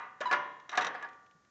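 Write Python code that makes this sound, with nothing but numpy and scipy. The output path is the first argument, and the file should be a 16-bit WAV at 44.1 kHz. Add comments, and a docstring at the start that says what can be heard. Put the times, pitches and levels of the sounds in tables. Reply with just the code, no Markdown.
"""The round air vent of a small cast iron stove, turned by hand; one microphone close by in a quiet cabin.
The disc squeaks free and the loose door clanks on its latch; then the disc grinds round on rusty
faces, knocks and settles with a few ticks of grit. The knocks ring the iron of disc, door and
stove body. Fingers bump the iron softly, once, as they let go."""
import sys
import numpy as np
from scipy import signal
from scipy.fft import rfft, irfft
from scipy.io import wavfile
from scipy.ndimage import uniform_filter1d

SR = 44100
rng = np.random.default_rng(int(sys.argv[2]) if len(sys.argv) > 2 else 0)


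def generate_wav(sig):
    """Save sig (samples, or channels by samples) to the path in sys.argv[1] as 16-bit PCM at SR."""
    pcm = np.round(np.clip(np.atleast_2d(sig).T, -1, 1) * 32767).astype(np.int16)
    wavfile.write(sys.argv[1], SR, pcm)


N = 66150
T = np.arange(N) / SR
TOP_HZ = 8000


def undb(db):
    """Decibels to gain."""
    return 10 ** (np.asarray(db) / 20)

def at(hz, points):
    """Read a table on a log-frequency axis."""
    freqs, values = np.array(points).T
    return np.interp(np.log(hz + 1e-3), np.log(freqs), values)

def fade(t60):
    """Exponential decay, 60 dB down after t60 seconds."""
    return np.exp(-np.log(1000) * T / t60)

def noise(spectrum):
    """Coloured noise of rms 1."""
    hz = np.arange(N // 2 + 1) * SR / N
    x = irfft(rfft(rng.standard_normal(N)) * undb(at(hz, spectrum)), N)
    return x / x.std()

def wobble():
    """Quick random unsteadiness of spread 1."""
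    x = uniform_filter1d(rng.standard_normal(N), size=200)
    return x / x.std()

def add(out, start, sound):
    """Mix a sound in at a time, which may lie before zero."""
    i = int(round(start * SR))
    part = sound[max(-i, 0):N - i]
    out[max(i, 0):max(i, 0) + len(part)] += part

def drive(force, response):
    """A force sounding through a resonant part."""
    return signal.fftconvolve(force, response)[:N]

def radiated(x, corner_hz=350):
    """Small iron plates give off little bass."""
    return signal.sosfilt(signal.butter(2, corner_hz, "high", fs=SR, output="sos"), x)

def ring(modes):
    """A struck part: decaying sines of alternating sign, their levels relative to one another."""
    power = sum(undb(db) ** 2 for _, db, _ in modes) / 2
    tones = sum((-1) ** k * undb(db) * np.sin(2 * np.pi * hz * T) * fade(t60)
                for k, (hz, db, t60) in enumerate(modes))
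    return radiated(tones) / np.sqrt(power)


# spectrum of the casting's weak modes (frequency [Hz], relative density [dB])
WASH_SPECTRUM = [(100, -18), (200, -10.5), (400, -5), (800, -2.5), (1750, 5), (2300, -7.5), (3200, -14.5),
                 (4500, -29), (6200, -21.5), (8000, -38.5)]
# their decay (frequency [Hz], t60 [s])
WASH_DECAY = [(150, 0.92), (500, 0.84), (1500, 0.54), (2700, 0.63), (4000, 0.79), (8000, 0.11)]

def casting_wash(count=420):
    """Struck cast iron rings in a dense wash of weak modes."""
    jitter, side = rng.random((count, 2)).T
    root_span = np.sqrt([WASH_SPECTRUM[0][0], TOP_HZ])
    hz = np.interp(np.arange(count) + jitter, [0, count], root_span) ** 2
    gain = undb(at(hz, WASH_SPECTRUM)) * np.sign(side - .5)
    gain *= hz ** .25  # high modes lie further apart, so each carries more
    gain /= np.sqrt(np.sum(gain ** 2) / 2)
    return sum(g * np.sin(2 * np.pi * f * T) * fade(t60)
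               for f, g, t60 in zip(hz, gain, at(hz, WASH_DECAY)))

# colour of the clack (frequency [Hz], relative density [dB])
CLACK_SPECTRUM = [(60, -49.5), (150, -24.5), (330, -3.5), (700, -0.5), (1700, 6), (2500, -4), (4000, -15),
                  (5000, -14.5), (6200, -34.5), (8000, -36)]

def clack(contact_s=0.0005):
    """One dry knock of iron on iron."""
    attack = 1 - np.exp(-T / contact_s)
    return radiated(noise(CLACK_SPECTRUM) * fade(t60=0.12) * attack)

# modes of the stove body (frequency [Hz], level [dB], t60 [s])
BODY_MODES = [(518, -18, 0.75), (758.7, -6, 0.79), (892, -15, 0.78), (934, -0.5, .58), (1048, -6.5, 0.27),
              (1082, -4.5, 0.79), (1169, -3, 1.11), (1236, -2.5, 0.3), (1211, 4, 0.54), (1297, -12, 0.9),
              (1438, -9, 1.31), (1488, 0, 0.48), (1797, -4, 1.1), (1910, -9, .65), (1974, 1, .5),
              (2420, -4.5, 0.47)]
# short, hand-damped modes of the vent disc (frequency [Hz], level [dB], t60 [s])
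DISC_MODES = [(735, 1.5, 0.14), (1144, -9, 0.31), (1653, 3.5, 0.06), (1719, 4.5, 0.08), (2404, -13, .1)]
# blows at the vent (time [s], wash level [dB], body level [dB], disc level [dB], clack level [dB])
VENT_BLOWS = [(-0.02, -53.5, -44, -69, -83), (0.2053, -43.5, -49.5, -62.5, -47),
              (0.2134, -42.5, -45, -41, -57.5), (0.3122, -38, -56, -27.5, -27),
              (0.3256, -37.5, -47, -38.5, -30), (0.332, -51, -42, -30, -30.5), (0.7737, -54, -35, -32, -37),
              (0.7768, -35.5, -54, -20, -30.5), (0.8102, -42, -63, -44, -46),
              (0.8469, -42, -51.5, -41, -48), (0.8691, -47.5, -50.5, -51.5, -59.5),
              (0.9488, -58, -64.5, -35, -42), (1.045, -63, -59.5, -43.5, -48.5)]

def clanks(wash, body, disc):
    """Close to the microphone, each blow clacks and shares its force between stove and disc."""
    out = np.zeros(N)
    for start, wash_db, body_db, disc_db, clack_db in VENT_BLOWS:
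        ringing = undb(wash_db) * wash + undb(body_db) * body + undb(disc_db) * disc
        add(out, start, ringing + undb(clack_db) * clack())
    return out

# modes of the door (frequency [Hz], level [dB], t60 [s])
DOOR_MODES = [(362, -3, 0.093), (587, -8.5, 0.6), (879, -12.5, 0.49), (981.2, 1, 0.65), (1016.4, -2, 0.75),
              (1080, -2, 0.88), (1135, 1, .36), (1360, -16.5, .4), (1416, 1, 0.4), (1666, -8, 0.44),
              (1710, 3.5, 0.12), (1757, -10, 0.83), (1853, -18, 0.93), (2096, -8, 0.62), (2356, -18, .55),
              (2845, -10.5, 0.62), (2965, -21, 0.36), (3300, -20.5, 0.72), (3850, -34.5, 0.84),
              (6100, -35, 1.0)]
# blows on the latch (time [s], level [dB])
LATCH_BLOWS = [(-0.02, -44.5), (0.2126, -39), (0.3125, -32), (0.326, -27)]

def door_bangs(door):
    """The loose door bangs on its latch and rings."""
    out = np.zeros(N)
    for start, db in LATCH_BLOWS:
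        add(out, start, undb(db) * door)
    return out

# room tone of the cabin (frequency [Hz], relative density [dB])
CABIN_SPECTRUM = [(25, -2), (60, -8), (140, -3), (300, -7.5), (800, -13), (1800, -13), (2600, -23.5),
                  (7000, -21), (8500, -41.5)]

def cabin_air():
    """The quiet cabin around the microphone: faint, steady noise."""
    return undb(-71.5) * noise(CABIN_SPECTRUM)

# strength of the grinding (time [s], relative level [dB])
GRIND_FORCE = [(0, -7), (0.06, -19), (0.11, -32), (0.698, -30.5), (0.717, -6), (0.745, -1.5), (0.772, -4),
               (0.799, 0.5), (0.87, -3.5), (0.889, -22.5), (0.95, -18), (1.001, -13), (1.042, -8.5),
               (1.068, -46), (1.108, -39.5)]

def grinding(wash, body, disc, rim, slips_per_s=900, spread_db=1, slip_hz=2300):
    """Rusty faces slip in dense, uneven jerks as the disc turns, shaking the iron."""
    slips = (rng.random(N) < slips_per_s / SR) * rng.choice([-1, 1], N)
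    slips = slips * undb(spread_db * rng.standard_normal(N))
    soft_slips = signal.sosfilt(signal.butter(2, slip_hz, fs=SR, output="sos"), slips)  # worn faces
    times, db = np.array(GRIND_FORCE).T
    turning = (T > times[0]) & (T < times[-1])
    force = soft_slips * undb(np.interp(T, times, db)) * turning
    ringing = undb(-58) * wash + undb(-55.5) * body + undb(-50) * disc + undb(-54.5) * rim
    return drive(force, ringing + undb(-46.5) * clack())

# colour of cracking rust (frequency [Hz], relative density [dB])
RUST_SPECTRUM = [(300, 4.5), (2000, 11), (3800, 4.5), (4800, -4), (6200, 0), (7500, -9), (8500, -35)]

def crack(t60):
    """A short, unpitched crack of rust between two faces."""
    return radiated(noise(RUST_SPECTRUM) * fade(t60))

# contact modes of the disc rim (frequency [Hz], level [dB], t60 [s])
RIM_MODES = [(3670, -0.5, 0.045), (3833, 3, .045), (4010, 3, 0.02), (5200, -14, 0.025), (5730, -3.5, .05),
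             (6000, -3, .03), (6900, -21.5, 0.022)]
# catches of the disc (time [s], crack level [dB], rim level [dB])
CATCHES = [(0.205, -48, -52.5), (0.2108, -39, -51), (0.3121, -38.5, -54), (0.3267, -33.5, -41),
           (0.693, -41, -42), (0.7155, -49, -50), (0.7277, -49, -53.5), (0.7533, -43, -52),
           (0.774, -27, -30), (0.81, -39, -38), (0.821, -36, -39.5), (0.8464, -34.5, -39),
           (0.8679, -38, -35)]

def rim_ticks(rim):
    """The disc catches on its seat with a crack and a bright ping of the rim."""
    out = np.zeros(N)
    for start, crack_db, rim_db in CATCHES:
        add(out, start, undb(crack_db) * crack(t60=0.07) + undb(rim_db) * rim)
    return out

# squeaks of the disc
# (time [s], length [s], starting pitch [Hz], glide [share of pitch], level [dB], brightness [dB])
DISC_SQUEAKS = [(0.2068, 0.0095, 514, .2, -36.5, -17), (0.256, 0.022, 1004, -0.032, -31.5, 2.5),
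                (0.281, 0.027, 996, 0, -38, 0.5), (0.299, 0.0067, 1690, 0.024, -35, -29.5),
                (0.699, 0.011, 1720, 0.032, -49.5, -8.5), (1.025, 0.022, 1698, 0.0039, -45.5, -34)]
# their overtones (harmonic number, relative level [dB])
SQUEAK_HARMONICS = [(2, -27), (3, -23), (4, -20), (5, -33), (7, -39)]

def squeaks(door, edge_s=.002, waver=.014, flutter_db=1.2, overtone_flutter_db=4):
    """Stick-slip locks briefly into a wavering, raspy tone, which sets the door ringing."""
    out = np.zeros(N)
    for start, length, hz, glide, db, bright_db in DISC_SQUEAKS:
        pitch = hz * (1 + glide * np.minimum(T / length, 1) + waver * wobble())
        phase = 2 * np.pi * np.cumsum(pitch) / SR
        overtones = sum(undb(level) * np.sin(k * phase) for k, level in SQUEAK_HARMONICS)
        overtones *= undb(-1 + overtone_flutter_db * wobble())
        rasp = undb(-30) * noise(RUST_SPECTRUM) * (1 + np.cos(phase)) / 2  # pulses once a cycle
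        fundamental = undb(flutter_db * wobble()) * np.sin(phase)
        tone = fundamental + undb(bright_db) * (overtones + rasp)
        envelope = np.minimum(T / edge_s, 1) * np.exp(-np.maximum(T - length, 0) / edge_s)
        add(out, start, undb(db) * np.sqrt(2) * tone * envelope)
    return out + undb(-58) * drive(out, door)

# ticks of grit (time [s], level [dB])
GRIT_TICKS = [(0.599, -56), (0.944, -53.5), (1.026, -46.5), (1.0884, -56), (1.1314, -60.5), (1.264, -65),
              (1.311, -62.5), (1.449, -68.5)]

def rust_grit():
    """Grains of rust crack dryly, mostly as the disc settles."""
    out = np.zeros(N)
    for start, db in GRIT_TICKS:
        add(out, start, undb(db) * crack(t60=0.04))
    return out

# touch of the fingers (time [s], level [dB])
FINGER_BUMPS = [(1.347, -65)]

def fingers(hz=164):
    """A dull bump as the hand leaves the knob, faint even this close."""
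    out = np.zeros(N)
    envelope = fade(t60=0.094) * np.minimum(T * hz, 1)  # rises over one cycle
    for start, db in FINGER_BUMPS:
        add(out, start, undb(db) * 2 * np.sin(2 * np.pi * hz * T) * envelope)
    return out


def scene():
    """The stove from close by, over the room tone of the cabin, in mono."""
    wash = casting_wash()
    body, disc, door, rim = ring(BODY_MODES), ring(DISC_MODES), ring(DOOR_MODES), ring(RIM_MODES)
    mix = (clanks(wash, body, disc) + door_bangs(door) + cabin_air() + grinding(wash, body, disc, rim)
           + rim_ticks(rim) + squeaks(door) + rust_grit() + fingers())
    return mix[None]

def record(dry):
    """The microphone thins the deep bass; the recorder cuts the top steeply."""
    low_cut = signal.butter(2, 74, "high", fs=SR, output="sos")
    top_cut = signal.ellip(8, .2, 70, TOP_HZ, fs=SR, output="sos")
    return signal.sosfilt(top_cut, signal.sosfilt(low_cut, dry))


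dry = scene()
out = record(dry)
generate_wav(out)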